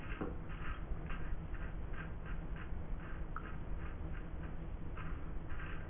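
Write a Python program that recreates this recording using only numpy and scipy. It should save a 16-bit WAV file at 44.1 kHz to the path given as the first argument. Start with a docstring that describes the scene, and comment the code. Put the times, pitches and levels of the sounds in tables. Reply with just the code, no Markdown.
"""Wet shave in a tiled bathroom

Close up, a safety razor scrapes through lathered stubble in short strokes; each cut hair flicks the
steel blade. Early on, puffed cheeks let go with a dull pop of the lips. The small room answers, and
behind it all an extractor fan hums and rumbles, throbbing five times a second.
Heard through a small, narrow-band camera microphone."""
import sys
import numpy as np
from scipy import signal
from scipy.fft import rfft, irfft, next_fast_len
from scipy.io import wavfile
from scipy.ndimage import uniform_filter1d, map_coordinates

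SR = 44100
rng = np.random.default_rng(int(sys.argv[2]) if len(sys.argv) > 2 else 0)


def file_out(sig):
    """Save sig as 16-bit WAV at sys.argv[1]."""
    # one column per channel
    cols = np.atleast_2d(sig).T
    # limit, then scale
    lim = np.clip(cols, -1, 1)
    pcm = np.round(lim * 32767).astype(np.int16)
    wavfile.write(sys.argv[1], SR, pcm)


N = 259749


def scrape():
    """The razor, close up: hairs snap on the edge in clumps and ring the blade's modes."""
    # modes of blade and razor head in three groups: f/Hz, width/Hz, level/dB
    low_modes = [(1024, 35, -6), (1180.5, 30, -2.5), (1268.5, 25, 1), (1336, 50, -6)]
    mid_modes = [(1424, 21, -3.5), (1574, 38, -2), (1758, 79, -8), (1785, 33, -3.5), (1938, 62, -9.5)]
    edge_modes = [(2110, 49, -2), (2471, 37, 2), (2597, 140, -2), (2773, 380, -4)]
    grip_db, slip_db = 1.5, 2.6
    snaps = snap_train(per_second=4000, spread_db=0.9)
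    snaps *= amp(grip_db * wobble(45) + slip_db * wobble(140))
    snaps /= np.sqrt(uniform_filter1d(snaps ** 2, size=SR // 30))  # the hand evens out the force
    snaps = band(snaps, low_hz=1033.0, high_hz=3730)  # a thin blade radiates no bass
    blade = [unit(ringing(snaps, modes)) for modes in (low_modes, mid_modes, edge_modes)]
    return np.sum(hand_pressure() * blade, axis=0)


def hand_pressure():
    """Gains on the low, middle and edge modes: each pull bites, swells, drags and lifts."""
    # pulls of the razor: t/s, swell/s, drag/s, level/dB, bite/dB re level, edge brightness/dB,
    # tilt/dB (+ favours the low modes)
    strokes = [(0.0, 0.086, 0.03, -55, -1, -5.5, -3), (0.093, 0.024, 0.11, -51.5, -7.5, -5.5, 0),
               (0.488, 0.016, 0.14, -53, -3.5, -7, 0.5), (0.602, 0.054, 0.12, -47, -9, -9.5, 1.5),
               (1.093, 0.035, 0.045, -48.5, -0.5, -6, 2), (1.198, 0.065, 0.068, -56.5, -4, -12, -5),
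               (1.529, 0.018, 0.014, -53, -6, -8, -1.5), (1.586, 0.037, 0.079, -55, -8, -8.5, -6),
               (1.929, 0.07, 0.04, -46, -10, -10.5, 0.5), (2.255, 0.06, 0.014, -52, -4, -10, 3),
               (2.557, 0.056, 0.029, -50, -3, -10, 0.5), (2.995, 0.14, 0.076, -56, 0, -13, -2),
               (3.431, 0.034, 0.085, -52, -3.5, -11, 2.5), (3.774, 0.055, 0.027, -56.5, -7, -14.5, 1),
               (3.849, 0.027, 0.064, -57, 2, -8, -4.5), (4.127, 0.04, 0.031, -54, -7, -9.5, -0.5),
               (4.428, 0.012, 0.049, -54, -4.5, -12, 1.5), (4.952, 0.019, 0.017, -58.5, -2, -11.5, 3.5),
               (4.969, 0.039, 0.02, -47.5, -5.5, -11, 4), (5.047, 0.027, 0.11, -53.5, -4.5, -11.5, 1.5),
               (5.225, 0.021, 0.069, -62.5, -0.5, -20.5, 5.5), (5.493, 0.049, 0.028, -53, 0.5, -13.5, 1.5),
               (5.564, 0.029, 0.11, -48, -18, -11.5, 2), (5.656, 0.067, 0.056, -53.5, -6.5, -5.5, -2.5),
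               (5.79, 0.02, 0.12, -63.5, -5, -11, -9)]
    touch_s, lift_s = 0.004, 0.036  # the blade bites fast and leaves slowly
    drag_end_db, off_skin_db = -10.5, -24
    gains, t = np.zeros((3, N)), np.arange(N) / SR
    for start, swell, drag, db, bite_db, edge_db, tilt_db in strokes:
        knots = start + np.cumsum([0, touch_s, swell, drag, lift_s])
        force_db = db + np.interp(t, knots, [off_skin_db, bite_db, 0, drag_end_db, off_skin_db])
        balance = amp([[tilt_db / 2 - 6.0], [-tilt_db / 2 - 4.0], [edge_db]])
        on_skin = (t > start) & (t < knots[-1])
        gains += balance * amp(force_db) * on_skin
    return gains


def catches():
    """A thick hair or a tap on the skin rings one mode, cracks along the edge and knocks the jaw."""
    # single loud catches of the blade: t/s, level/dB, f/Hz, relative crack level/dB
    snags = [(0.095, -45, 1250, -6), (0.117, -34, 1610, 3.5), (0.1333, -38, 1555, -6),
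             (0.497, -58, 1330, -16), (0.608, -47, 1665, -15), (0.655, -46.5, 1290, -1.5),
             (0.9636, -41, 1240, -27), (1.063, -43, 1660, 2.5), (1.097, -38.5, 1486, -13.5),
             (1.103, -34, 1140, -4), (1.1335, -51, 1680, 4.5), (1.5436, -41, 1775, -7.5),
             (1.552, -41.5, 1506, -7.5), (1.6237, -40, 1530, -18), (1.9597, -49, 1615, -11),
             (2.0027, -38.5, 1580, -29), (2.2576, -41, 1600, -10), (2.273, -41, 1606, -15.5),
             (2.291, -40, 1490, -15.5), (2.31, -44, 1530, -21.5), (2.5608, -39.5, 1580, -11),
             (2.5979, -39.5, 1540, -12), (2.6124, -39, 1580, -13), (2.997, -39.5, 1530, -16),
             (3.05, -45, 1640, -14.5), (3.15, -44.5, 1600, -15), (3.4547, -33.5, 1625, -27),
             (3.469, -39.5, 1293, -24), (3.817, -41, 1610, -13), (3.8523, -36.5, 1250, -16.5),
             (4.152, -42, 1580, -14), (4.431, -39.5, 1580, -20), (4.452, -42, 1590, -19),
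             (5.002, -41.5, 1280, -18), (4.9754, -36, 1300, -13.5), (5.084, -47, 1283, -16),
             (5.156, -43.5, 1247, -15.5), (5.4995, -44.5, 1620, -25), (5.541, -50.5, 1645, -22),
             (5.639, -40.5, 1560, -4), (5.69, -48, 1200, 2), (5.703, -41.5, 1310, -8),
             (5.717, -38, 1800, -33), (5.8065, -43, 1460, -4.5)]
    # a faint, brief high ping; later one clear tap that rings. One row a tone: t/s, level/dB, f/Hz, t60/s
    pings = [(0.7437, -48, 3200, 0.054), (3.3639, -22.5, 1302, 0.021), (3.364, -27.5, 1230, 0.01),
             (3.364, -34.5, 1415, 0.015), (3.363, -41.5, 452, 0.032)]
    rings, cracks, t = np.zeros(N + SR), np.zeros(N + SR), np.arange(SR // 8) / SR
    jaw_knock = amp(-11.5) * decaying(hz=433, t60=0.036, t=t)
    for start, db, hz, crack_db in snags:
        add_at(rings, start, amp(db) * (decaying(hz, t60=0.023, t=t) + jaw_knock))
        add_at(cracks, start, amp(db + crack_db - 60 * t / 0.013) * rng.standard_normal(len(t)))
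    for start, db, hz, t60 in pings:
        add_at(rings, start, amp(db) * decaying(hz, t60, t))
    return rings[:N] + amp(4.0) * band(cracks[:N], low_hz=1990, high_hz=2730)


def lip_pop():
    """Trapped air escapes in short, hollow puffs as the lips part; softer contacts are duller."""
    # lips parting and flapping: t/s, level/dB, upper cutoff f/Hz
    flaps = [(0.2079, -14.5, 2600), (0.217, -13.5, 1730), (0.2245, -17, 915), (0.237, -18, 1320),
             (0.251, -20.5, 700), (0.269, -22.5, 700), (0.28, -22.5, 1190), (0.31, -23.5, 790)]
    # low, hollow resonances of the pop: f/Hz, width/Hz, level/dB
    pop_modes = [(49.9, 29, -5), (187, 70, 1.5), (294, 90, 5), (386, 97, 2.5), (481, 23, 7.5),
                 (740, 100, -6.5), (1064, 67, -1.5), (1376, 150, -2)]
    puff_t60_s, flutter = 0.0012, 0.25
    puffs, t = np.zeros(N + SR), np.arange(SR // 20) / SR
    for start, db, top_hz in flaps:
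        puff = amp(db - 60 * t / puff_t60_s) * (1 + flutter * rng.standard_normal(len(t)))
        add_at(puffs, start, band(puff, low_hz=40, high_hz=top_hz))
    return -ringing(puffs[:N], pop_modes)


def foam():
    """Lather bubbles burst in a faint, fine fizz."""
    fizz = band(snap_train(per_second=3200, spread_db=0.9), low_hz=1840, high_hz=3800)
    return amp(-73 + wobble(12)) * unit(fizz)


def wall_slaps(ticks):
    """Facing tiled walls return each tick."""
    # echoes: delay t/s, level/dB
    echoes = [(0.014, -8.5), (.036, -17)]
    return sum(amp(db) * np.pad(ticks, (round(delay * SR), 0))[:N] for delay, db in echoes)


def bathroom(x):
    """The tiled room rings on; each frequency dies at its own speed."""
    # reverberation time: f/Hz, t60/s
    decay_times = [(200, 0.26), (1200, 0.45), (3500, 0.26)]
    hz, t, spectrum = signal.stft(rng.standard_normal(SR // 2), SR, nperseg=256)
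    decay = amp(-60 * t / along(decay_times, hz)[:, None])
    _, tail = signal.istft(spectrum * decay, SR, nperseg=256)
    delayed = np.pad(x, (300, 0))  # about 7 ms
    return signal.fftconvolve(delayed, tail / np.linalg.norm(tail))[:N]


def fan():
    """The extractor behind: blade-rate hum, rumble and air; once a throb it thumps and the hum ducks."""
    # fan tones: multiple of the blade rate, level/dB
    harmonics = [(1, -3.5), (2, -9.5), (3, -17.5), (4, -22.5)]
    # the duct's low resonance: f/Hz, width/Hz, level/dB
    duct_mode = [(19.4, 33, 0)]
    # spectra of the lumpy rumble and the smooth moving air: f/Hz, relative level/dB
    rumble_spectrum = [(4.7, -36.5), (8.0, 5), (29, -3.5), (76, -8), (125, -18), (160, -46.5), (280, -120)]
    air_spectrum = [(62, -34), (105, -2.5), (129, -18), (143, -3.5), (162, 0), (188, -10.5), (227, -11),
                    (313, -11.5), (418, -15.5), (602, -18.5), (1190, -23.5), (1440, -24.5), (1720, -28.5),
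                    (2300, -34), (2900, -44.5), (3400, -42), (4420, -64), (7480, -120)]
    blade_hz, throb_hz, first_crest_s, first_thump_s = 160.6, 4.98, 0.043, 0.114
    throb = np.cos(2 * np.pi * throb_hz * (np.arange(N) / SR - first_crest_s))

    phase = 2 * np.pi * np.cumsum(blade_hz + 1.6 * wobble(11.0)) / SR
    suction = -sum(amp(db) * np.cos(k * phase) for k, db in harmonics)  # in step: one pulse per blade
    hum = amp(-53.5 + 4 * np.tanh(2.0 * throb + 0.29) + 1.7 * wobble(14)) * suction

    kicks, times = np.zeros(N), np.arange(first_thump_s, N / SR - 0.05, 1 / throb_hz)
    time_jitter, level_jitter = rng.standard_normal((len(times), 2)).T
    kicks[((times + 0.006 * time_jitter) * SR).astype(int)] = amp(2 * level_jitter)
    soft_kicks = np.convolve(kicks, np.hanning(SR // 60), "same")
    thumps = amp(-48) * unit(ringing(soft_kicks, duct_mode))

    rumble = amp(-43) * unit(amp(wobble(7.0)) * noise(rumble_spectrum))
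    air = amp(-52 + 0.6 * wobble(5.6) + 0.73 * throb) * noise(air_spectrum)
    return hum + thumps + rumble + air


def amp(db):
    """Decibels to gain."""
    return 10 ** (np.asarray(db) / 20)


def unit(x):
    """Scaled to rms 1."""
    return x / np.sqrt(np.mean(x ** 2) + 1e-20)


def add_at(track, start_s, sound):
    """Mixes a sound into the track in place."""
    track[round(start_s * SR):][:len(sound)] += sound


def along(points, hz):
    """Interpolates (f/Hz, value) points on a log frequency axis."""
    f, values = np.transpose(points)
    return np.interp(np.log(hz + 1), np.log(f + 1), values)


def wobble(rate):
    """A smooth random curve, rate knots a second."""
    knots = rng.standard_normal(int(N * rate / SR) + 4)
    return map_coordinates(knots, [np.arange(N) * rate / SR])


def snap_train(per_second, spread_db):
    """A dense train of tiny snaps of uneven size, rms 1."""
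    hits = rng.random(N) < per_second / SR
    return unit(hits * rng.standard_normal(N) * amp(spread_db * rng.exponential(1, N)))


def noise(spectrum):
    """Coloured noise of rms 1."""
    return unit(filtered(rng.standard_normal(N), lambda f: amp(along(spectrum, f))))


def decaying(hz, t60, t):
    """A damped sine with a soft start."""
    return amp(-60 * t / t60) * np.sin(2 * np.pi * hz * t) * (1 - np.exp(-t / 0.0022))


def filtered(x, response):
    """x through a complex frequency response."""
    size = next_fast_len(N + SR // 2)
    return irfft(rfft(x, size) * response(np.fft.rfftfreq(size, 1 / SR)), size)[..., :N]


def ringing(x, modes):
    """x through parallel causal resonances of alternating sign."""
    def response(f):
        return sum((-1) ** k * amp(db) * 1j * f * width / (hz * hz - f * f + 1j * f * width)
                   for k, (hz, width, db) in enumerate(modes))
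    return filtered(x, response)


def band(x, low_hz, high_hz):
    """A steep causal band-pass."""
    return signal.sosfilt(signal.butter(4, [low_hz, high_hz], "band", fs=SR, output="sos"), x)


def scene():
    """Razor and lips near the microphone, tiles all round, the fan underneath; mono."""
    rasp, ticks, lips = scrape(), catches(), lip_pop()
    room = bathroom(amp(-7.0) * rasp + amp(-15.5) * ticks + amp(-5.5) * lips)
    return (rasp + ticks + lips + foam() + wall_slaps(ticks) + room + fan())[None]


def record(dry):
    """The small camera microphone dulls toward its band limit and keeps nothing above it."""
    rolloff_hz, limit_hz = 3150, 3553
    return filtered(dry, lambda hz: (hz < limit_hz) / np.sqrt(1 + (hz / rolloff_hz) ** 24))


dry = scene()
out = record(dry)
file_out(out)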